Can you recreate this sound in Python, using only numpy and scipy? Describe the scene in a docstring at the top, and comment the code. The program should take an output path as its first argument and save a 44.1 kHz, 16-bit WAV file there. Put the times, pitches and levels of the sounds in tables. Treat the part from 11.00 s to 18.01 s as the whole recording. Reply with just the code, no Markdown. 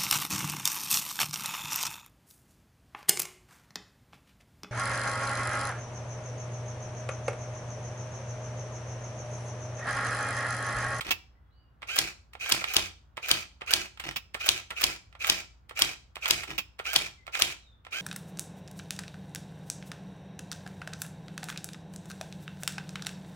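"""Small room, close microphone: an electric print-wheel typewriter is pecked at slowly.
Keys click, a geared motor whirs the wheel round, the ribbon lifts, the hammer snaps, the carriage rattles a step on.
The space bar steps the carriage and clatters; the machine hums, and faint whistles come from far off.
Contacts are shaped noise bursts and rung modes, the motor is gear noise plus a gliding whine, the room a noise tail."""
import sys
import numpy as np
from scipy import signal
from scipy.fft import rfft, irfft
from scipy.io import wavfile
from scipy.ndimage import uniform_filter1d

SR = 44100
rng = np.random.default_rng(int(sys.argv[2]) if len(sys.argv) > 2 else 0)


def bounce(signal):
    """Save signal as a 16-bit WAV file at the path given by the first command-line argument."""
    frames = np.transpose(np.atleast_2d(signal))
    limited = np.clip(frames, -1, 1)
    pcm = np.round(limited * 32767).astype(np.int16)
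    wavfile.write(sys.argv[1], SR, pcm)


N = 309141
T = np.arange(N) / SR


def amp(db):
    """Decibels to amplitude ratio."""
    return 10 ** (np.asarray(db) / 20)


def unit(x):
    """Scale to an RMS of 1."""
    return x / np.sqrt(np.mean(x ** 2) + 1e-20)


def read(points, hz):
    """Interpolate a (Hz, value) curve over log frequency."""
    f, value = np.transpose(points)
    return np.interp(np.log(hz + 1), np.log(f + 1), value)


def add(mix, start_s, sound):
    """Mix a sound in at its start time, cut at the end of the mix."""
    part = mix[..., max(round(start_s * SR), 0):][..., :sound.shape[-1]]
    part += sound[..., :part.shape[-1]]


def convolve(x, response):
    """Convolve each port, cut to N samples."""
    return signal.oaconvolve(np.atleast_2d(x), np.atleast_2d(response), axes=1)[:, :N]


def colour(x, spectrum, size=2048):
    """Causal minimum-phase filter with this spectrum that keeps the power of white noise."""
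    log_gain = np.log(amp(read(spectrum, abs(np.fft.fftfreq(size, 1 / SR)))))
    min_phase = np.exp(np.conj(signal.hilbert(log_gain)))
    response = np.fft.ifft(min_phase).real[:size // 2]
    return convolve(x, response / np.linalg.norm(response))


# Likeness of the two microphone ports. Each row: frequency in Hz, likeness 0-1.
LIKENESS = [(60, 0.91), (300, 0.6), (700, 0.29), (1400, 0.01), (2800, 0.73), (6000, 0), (15000, 0.08)]


def ports(x, lead_ms=.12, size=512):
    """Two unrelated signals become a microphone pair; sound reaches the left port lead_ms first."""
    hz, _, (left, other) = signal.stft(x, SR, nperseg=size)
    same = np.clip(read(LIKENESS, hz), 0, 1)[:, None]
    delay = np.exp(-2j * np.pi * hz * lead_ms / 10 ** 3)[:, None]
    right = (same * left + np.sqrt(1 - same ** 2) * other) * delay
    return signal.istft(np.array([left, right]), SR, nperseg=size)[1][:, :N]


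def smooth_noise(count, size):
    """White noise averaged over size samples, RMS 1."""
    return unit(uniform_filter1d(rng.standard_normal(count), size))


def grit(spread_db, size=40):
    """Noise of tiny contacts of uneven force, each about size samples long."""
    force = amp(spread_db * smooth_noise(N, size))
    return unit(force * rng.standard_normal((2, N)))


def blows(times_s, levels_db, rise_s, fall_s):
    """Envelope of blows that swell quickly and die away."""
    t, out = T[:SR // 2], np.zeros(N)
    shape = (1 - np.exp(-t / rise_s)) * np.exp(-t / fall_s)
    for s, db in np.broadcast(times_s, levels_db):
        add(out, s, amp(db) * shape / shape.max())
    return out


def ring(x, modes):
    """Blows ring a set of exponentially decaying modes."""
    t = T[:SR // 2]
    response = sum(amp(db - 60 * t / t60_s) * np.sin(2 * np.pi * hz * t) for hz, db, t60_s in modes)
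    return convolve(x, response)


def snap(fall_s, size=512, count=5):
    """Hard contact scattered in the case: a brief burst, even spectrum, energy 1 per port."""
    shape = np.exp(-T[:size] / fall_s)
    burst = rng.standard_normal((2, size)) * shape
    for _ in range(count):  # alternately flatten the spectrum and shorten the burst
        z = rfft(burst)
        burst = irfft(z / abs(z)) * np.minimum(1, 4 * shape)
    return burst / np.linalg.norm(burst, axis=1, keepdims=True)


def housing(x, ring_db=-2, t60_s=0.034, size=4096):
    """The plastic shell adds dense, short-lived resonances to whatever moves inside."""
    echoes = rng.standard_normal(size) * amp(-60 * T[:size] / t60_s)
    shell = convolve(x, echoes / np.linalg.norm(echoes))
    return (x + amp(ring_db) * shell) / np.hypot(1, amp(ring_db))


# Room air noise spectrum. Each row: frequency in Hz, gain in dB.
AIR_COLOUR = [(25, -14), (45, 0), (85, -1), (130, -9), (220, -16), (400, -23), (750, -23), (1400, -23),
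              (2200, -34), (4000, -42), (7000, -52), (10000, -55), (15500, -48)]


def hum(hum_db=-59, air_db=-62, drone_db=-66):
    """Mains hum of the machine over a low wavering drone and the hiss of the room."""
    mains = np.sin(2 * np.pi * 59.4 * T) + amp(-15) * np.sin(2 * np.pi * 118.8 * T)
    drone_colour = [(20, -24), (48, -8.5), (68, -7), (85, 0.0), (105, -8), (200, -30.0),
                    (600, -54.5), (2000, -78.5)]  # Hz, dB
    drone = colour(rng.standard_normal((2, N)), drone_colour, size=8192)
    air = colour(rng.standard_normal((2, N)), AIR_COLOUR)
    return amp(hum_db) * mains + ports(amp(air_db) * air + amp(drone_db) * drone, lead_ms=0)


# A harder finger gets the key down sooner.
TRAVEL_S, USUAL_FORCE_DB, TRIP_DB = .007, -23, -11.5


def bottomed(presses):
    """When each key bottoms, in s: travel time is inverse to the finger's force."""
    touched_s, force_db, *_ = np.transpose(presses)
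    return touched_s + TRAVEL_S * amp(USUAL_FORCE_DB - force_db)


# Spaces. Each row: bar touched in s, finger force in dB, bar let go in s, bar hits its stop in s, clatter in dB.
SPACES = [(0.0088, -15, 0.068, 0.1065, -19.5), (2.998, -18, 3.1108, 3.159, -26.5),
          (5.434, -18.5, 6.5, 5.579, -24.5)]
# Letters. Each row: key touched in s, finger force in dB, bright tick of that key in dB, hammer blow in s,
# relative jolt of the case in dB, relative motor whine in dB.
LETTERS = [(0.8196, -25, -7, 0.988, -4, -38), (1.334, -31, 9, 1.5216, 4.5, -45.5),
           (1.609, -25, -1, 1.7662, 7.5, -46.5), (2.1701, -22.5, 6, 2.3134, 4, -45.5),
           (2.6102, -23.5, -11.5, 2.7368, 0.5, -36), (3.3441, -20, 11.5, 3.4896, 2, -39.5),
           (3.7054, -20.5, 10.5, 3.8395, 1, -43), (4.1268, -34, -7.5, 4.2982, 3, -46),
           (4.6942, -30, 12, 4.82, -1, -42.5), (5.1564, -27, 14, 5.3084, 3, -49),
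           (5.791, -22.5, 8, 5.961, -4, -38), (6.267, -27, 5, 6.421, 2, -48),
           (6.8493, -31, 1.5, 7.15, 0, -38)]
# A finger brushes a key or lets it snap back up. Each row: start in s, level in dB.
KEY_SNAPS = [(1.4603, -26), (1.641, -17), (2.974, -38.5), (4.2451, -18), (5.257, -14.5), (6.352, -19)]


def key_contacts(trip_knock_db=-10, bottom_db=-13, bottom_knock_db=15, bottom_tick_db=-13,
                 bar_tick_db=6, bar_bottom_db=-13, bar_knock_db=0, let_go_db=-33,
                 flick_knock_db=-14, flick_tick_db=-4):
    """Finger contacts as (s, level dB, dull knock dB, bright tick dB): a key trips, then knocks as it bottoms."""
    contacts = []
    for (s, force_db, tick_db, *_), down_s in zip(LETTERS, bottomed(LETTERS)):
        contacts.append((s, force_db + TRIP_DB, trip_knock_db, tick_db))
        contacts.append((down_s, force_db + bottom_db, bottom_knock_db, bottom_tick_db))
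    for (s, force_db, let_go_s, *_), down_s in zip(SPACES, bottomed(SPACES)):
        contacts.append((s, force_db + TRIP_DB, trip_knock_db, bar_tick_db))
        contacts.append((down_s, force_db + bar_bottom_db, bar_knock_db, bar_tick_db))
        contacts.append((let_go_s, let_go_db, trip_knock_db, bar_tick_db))
    return contacts + [(s, db, flick_knock_db, flick_tick_db) for s, db in KEY_SNAPS]


# Keycap spectrum. Each row: frequency in Hz, gain in dB.
KEYCAP_COLOUR = [(60, -24.5), (200, -25), (400, -9), (800, -3.5), (1200, -1), (1600, -1.5), (2200, 2),
                 (3200, -1), (4500, -10), (6500, -18.5), (8000, -15), (11000, -24.5), (15500, -24)]
# Keycap modes. Each row: frequency in Hz, level in dB, t60 in s.
KEY_MODES = [(907, -8, 0.11), (1400, 2.5, 0.049), (1400, -4.5, 0.06), (2240, -4.5, 0.039),
             (2550, -4.5, 0.035), (3200, -5, 0.037), (8200, -17, .03)]


def keys(click_db=17, loose_db=-11, slide_db=-22, lead_s=0.0083, ring_db=-35):
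    """Plastic keys slide, click and chatter briefly; each contact has its own share of knock and tick."""
    drive, t = np.zeros((2, N)), T[:2048] - lead_s
    slide = amp(slide_db) * (1 + t / lead_s)
    chatter = amp(loose_db) * np.exp(-abs(t) / 0.015)
    rub = np.where(t < 0, slide, chatter)
    low_pass = signal.butter(1, 900, fs=SR, output="sos")
    high_pass = signal.butter(1, 7000, "high", fs=SR, output="sos")
    for s, db, knock_db, tick_db in key_contacts():
        click = rub * rng.standard_normal((2, len(t)))
        add(click, lead_s, amp(click_db) * snap(0.0029))
        knock = (amp(knock_db) - 1) * signal.sosfilt(low_pass, click)
        tick = (amp(tick_db) - 1) * signal.sosfilt(high_pass, click)
        add(drive, s - lead_s, amp(db) * (click + knock + tick))
    return colour(drive, KEYCAP_COLOUR) + amp(ring_db) * ring(drive, KEY_MODES)


# Room decay. Each row: frequency in Hz, t60 in s.
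ROOM_DECAY = [(100, 0.29), (400, 0.39), (1500, 0.31), (4000, 0.36), (7500, 0.35), (11000, 0.23),
              (16000, 0.21)]


def room(x, size=256):
    """A diffuse tail, different at each port, each band dying at its own speed."""
    hz, t, z = signal.stft(rng.standard_normal((2, SR)), SR, nperseg=size)
    decay = amp(-60 * t / read(ROOM_DECAY, hz)[:, None])
    tail = signal.istft(z * decay, SR, nperseg=size)[1][:, :SR]
    tail = tail * np.clip((T[:SR] - .004) / 0.0027, 0, 1)  # fades in after 4 ms
    return convolve(x, tail / np.linalg.norm(tail[0]))


def strikes():
    """When the hammer prints each letter, in s."""
    return np.array([blow_s for _, _, _, blow_s, _, _ in LETTERS])


# Carriage levels are alike for every step; the lag runs from the space bar bottoming.
CARRIAGE_DB, SPACE_STEP_DB, SPACE_LAG_S = -35, -35, 0.036
# Carriage spectrum. Each row: frequency in Hz, gain in dB.
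CARRIAGE_COLOUR = [(60, -14), (230, -10), (340, -1.5), (500, -5), (800, -0.5), (1300, -7), (1900, -1),
                   (2900, -1.5), (3800, -8), (5200, -11), (7000, -13), (10000, -26), (15500, -24)]


def carriage(rattle_db=3, delay_s=0.00095, stop_db=-15, jerk_s=0.029, jerk_depth=0.2):
    """The carriage jerks one letter on, rattles out in a few surges and settles."""
    at, space_at = strikes(), bottomed(SPACES) + SPACE_LAG_S
    shake = blows(at + delay_s, CARRIAGE_DB + rattle_db, 0.003, 0.041)
    shake += blows(at + 0.12, CARRIAGE_DB + stop_db, 0.0054, 0.0093)
    since_blow_s = T - at[np.maximum(np.searchsorted(at, T) - 1, 0)]
    shake *= 1 + jerk_depth * np.cos(2 * np.pi * since_blow_s / jerk_s)
    shake += blows(space_at, SPACE_STEP_DB, .0015, .016)
    shake += blows(space_at + .026, SPACE_STEP_DB - 1, .006, .026)
    contacts = grit(5, size=90)
    return housing(colour(shake * contacts, CARRIAGE_COLOUR), ring_db=-6)


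# Modes of the case on the desk. Each row: frequency in Hz, level in dB, t60 in s.
CASE_MODES = [(60, -15.5, 0.17), (89.5, -6, 0.34), (138, -7.5, 0.16), (160, -11.5, .07), (191, -8.5, 0.19),
              (300, -9, 0.05), (331, 0, 0.13), (368, -5.5, 0.18), (390, -13.5, 0.06), (713, -8, 0.08),
              (785, -14.5, 0.1)]


def case(jolt_db=-44, step_db=-52, step_s=0.012, count=6):
    """Hammer blows and the carriage motor's uneven steps thump the case."""
    push = np.zeros(N)
    for *_, s, db, _ in LETTERS:
        add(push, s, amp([db + jolt_db]))
    for s in np.append(strikes() + 0.0071, bottomed(SPACES) + SPACE_LAG_S + 0.017):
        for k, (late, force) in enumerate(rng.standard_normal((count, 2))):
            size_db = step_db + 3 * force
            add(push, s + k * step_s + .0025 * late, amp([size_db]) * (-1) ** k)
    return ring(push, CASE_MODES)


# Space bar spectrum. 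Each row: frequency in Hz, gain in dB.
BAR_COLOUR = [(60, -22.5), (200, -12.5), (400, -21), (900, -9), (1800, -11), (2700, 3), (3800, -7.5),
              (6000, -12), (9000, -23.5), (12000, -20.5), (15500, -11.5)]
# Modes of the bar's wire. Each row: frequency in Hz, level in dB, t60 in s.
WIRE_MODES = [(2635, 6, .1), (2760, -1, .07), (5250, -22, .45), (5310, -23, .4)]


def space_bar(bounce_db=-3, wire_db=-41):
    """The long bar clatters against its stop, bounces once, and its wire rings."""
    *_, at, level_db = np.transpose(SPACES)
    hits = blows(at, level_db, 0.002, 0.0055) + blows(at + .006, level_db + bounce_db, 0.002, 0.011)
    clatter = hits * grit(0.67)
    return colour(clatter, BAR_COLOUR) + amp(wire_db) * ring(clatter, WIRE_MODES)


# Far whistles. Each row: start in s, length in s, first Hz, last Hz, level sent to the room in dB.
WHISTLES = [(0.339, 0.039, 1975, 2020, -68.5), (0.414, 0.12, 3400, 3250, -85),
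            (0.494, 0.047, 3650, 4690, -73.5), (0.53, 0.1, 4510, 4720, -74), (0.492, 0.19, 2985, 2833, -73),
            (6.159, 0.067, 2140, 1970, -60.5), (6.56, 0.2, 4070, 3390, -64.5)]


def whistles():
    """Soft gliding sines of slightly wavering pitch."""
    out = np.zeros(N)
    for s, length_s, first_hz, last_hz, db in WHISTLES:
        n = int(length_s * SR)
        hz = np.linspace(first_hz, last_hz, n) * (1 + 0.0098 * smooth_noise(n, 60))
        add(out, s, amp(db) * signal.windows.tukey(n, .5) * np.sin(2 * np.pi * np.cumsum(hz) / SR))
    return out


MOTOR_LAG_S = .039  # from the key bottoming to the motor starting
# Gear spectrum. Each row: frequency in Hz, gain in dB.
GEARS_COLOUR = [(60, -71), (220, -29.5), (400, -11), (900, -10), (1400, -2.5), (1900, -2.5), (2500, 5),
                (3200, -10.5), (3900, -3), (5000, -7.5), (7000, -8.5), (10000, -19), (15500, -18)]
# Gear whine. 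Each row: multiple of the tooth rate, level in dB.
WHINE = [(1, -3), (1.5, -9), (2, -1), (3, -12)]


def wheel_motor(gear_db=-38, tooth_hz=1620, spin_up_s=.021, run_on_s=.125, brake_s=0.052, start_db=-35):
    """The motor spins up with a rising whine, runs on to feed the ribbon and brakes; gears buzz in the case."""
    speed, load, clean = np.zeros(N), np.zeros(N), np.zeros(N)
    starts = bottomed(LETTERS) + MOTOR_LAG_S
    for start, (*_, blow_s, _, whine_db) in zip(starts, LETTERS):
        t = np.arange(0, blow_s + run_on_s - start, 1 / SR)
        slowing = np.clip((t[-1] - t) / brake_s, 0, 1)
        add(speed, start, (1 - np.exp(-(t + .005) / spin_up_s)) * slowing ** 0.34)
        add(load, start, np.clip(t / 0.029, 0, 1) * slowing ** 0.38)
        # whine sounds once the teeth mesh, until the ribbon's drag muffles it
        meshed = np.clip((t - .012) / .02, 0, 1)
        muffle = np.interp(start + t, [blow_s - .04, blow_s], [1, .3])
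        add(clean, start, amp(whine_db) * meshed * muffle)
    waver = 1 + .022 * smooth_noise(N, 45)
    judder = unit(amp(2.5 * smooth_noise(N, 200)))
    turns = np.cumsum(tooth_hz * speed * waver) / SR
    whine = sum(amp(db) * np.sin(2 * np.pi * k * turns) for k, db in WHINE)
    teeth = unit(grit(2.5) * (1 + .5 * np.cos(2 * np.pi * turns)))
    # gears pass through a resonance of the wheel on the way up to speed
    shiver = blows(starts + 0.014, start_db, .005, 0.026) * grit(2.4)
    shiver = colour(shiver, [(900, -28.0), (2000, -11.5), (2450, 10), (2900, 1), (6000, -30.5)])
    buzz = colour(amp(gear_db) * load * teeth, GEARS_COLOUR)
    return judder * (housing(buzz) + load * clean * whine) + shiver


RIBBON_DB = -20
# Ribbon lift spectrum. Each row: frequency in Hz, gain in dB.
RIBBON_COLOUR = [(60, -42.5), (220, -24), (400, -14), (650, 1), (950, -12), (1300, 2.5), (2000, -2.5),
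                 (2800, 1.5), (4000, -6), (7000, -6.5), (10000, -11.5), (15500, -3.5)]


def ribbon(lift_db=-2, second_db=-5):
    """The ribbon lifts with a double clack just ahead of each blow."""
    at = strikes()
    lift = blows(at - .029, RIBBON_DB + lift_db, .0003, .0035)
    lift += blows(at - .0235, RIBBON_DB + second_db, .0005, .005)
    return colour(lift * grit(2.3), RIBBON_COLOUR)


HAMMER_DB = -6  # same force for every letter
# Hammer spectrum. Each row: frequency in Hz, gain in dB.
HAMMER_COLOUR = [(60, -35), (250, -53), (850, -19.5), (1700, -20), (2400, -9), (3100, 1), (3900, -5),
                 (4800, -4.5), (5700, -8), (7500, -10), (10000, -13.5), (13000, -18.5), (15500, -19.5)]
# Modes of hammer and platen. Each row: frequency in Hz, level in dB, t60 in s.
PLATEN_MODES = [(2260, -8.5, .025), (2840, -3, 0.023), (3304, 0.5, 0.058), (3850, -5.5, 0.049),
                (5000, -9, 0.017), (5400, -6, 0.022), (11200, -11, 0.027)]


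def hammer(blow_db=16, swing_db=-22, rebound_db=-24, own=.7, platen_db=-37, contact_s=.0021):
    """The hammer slides out, snaps the petal against paper and platen, and falls back on its stop."""
    at = strikes()
    drive, usual = np.zeros((2, N)), snap(contact_s)
    for s in at:  # each blow mixes a shared snap with one of its own
        blow = (usual + own * snap(contact_s)) / np.hypot(1, own)
        add(drive, s, amp(HAMMER_DB + blow_db) * blow)
    shudder = blows(at + .001, HAMMER_DB - 17, .0004, .004)
    rebound = blows(at + 0.026, HAMMER_DB + rebound_db, 0.0008, 0.0036)
    swing = blows(at - .011, HAMMER_DB + swing_db - 0.5, 0.0019, 0.01)
    swing += blows(at - .004, HAMMER_DB + swing_db, 0.00067, 0.0088)
    slide_colour = [(100, -28.5), (1000, -6.5), (2400, -5.5), (3400, -5), (5500, -8),
                    (8000, -21), (15500, -30.0)]  # Hz, dB
    slide = colour(swing * grit(1.1), slide_colour)
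    strike = colour(drive + (shudder + rebound) * grit(1.5), HAMMER_COLOUR)
    return strike + amp(platen_db) * ring(drive, PLATEN_MODES) + slide


def scene(room_db=-11.5, thump_room_db=-7, bar_room_db=-17):
    """Hammer a little left; motor and keys louder on the right; space bar driest; whistles only as echo."""
    blow = ports(hammer()) * amp([[0], [-.3]])
    works = ports(ribbon() + wheel_motor() + carriage()) * amp([[-2], [.8]])
    fingers, bar = (ports(x) * amp([[-3], [1]]) for x in (keys(), space_bar()))
    near, thump = blow + works + fingers, case()
    to_room = amp(room_db) * near[0] + amp(bar_room_db) * bar[0] + amp(thump_room_db) * thump
    echo = room(to_room + whistles())
    return near + bar + thump + echo + hum()


EDGE_HZ = 16000


def record(dry):
    """The microphone sheds the deepest bass, full scale clips the sharpest peaks; then the band limit."""
    lean = signal.sosfilt(signal.butter(3, 36, "high", fs=SR, output="sos"), dry)
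    band_limit = signal.firwin(255, EDGE_HZ, window=("kaiser", 8), fs=SR)
    return signal.oaconvolve(np.clip(lean, -1, 1), band_limit[None], "same", axes=1)


dry = scene()
out = record(dry)
bounce(out)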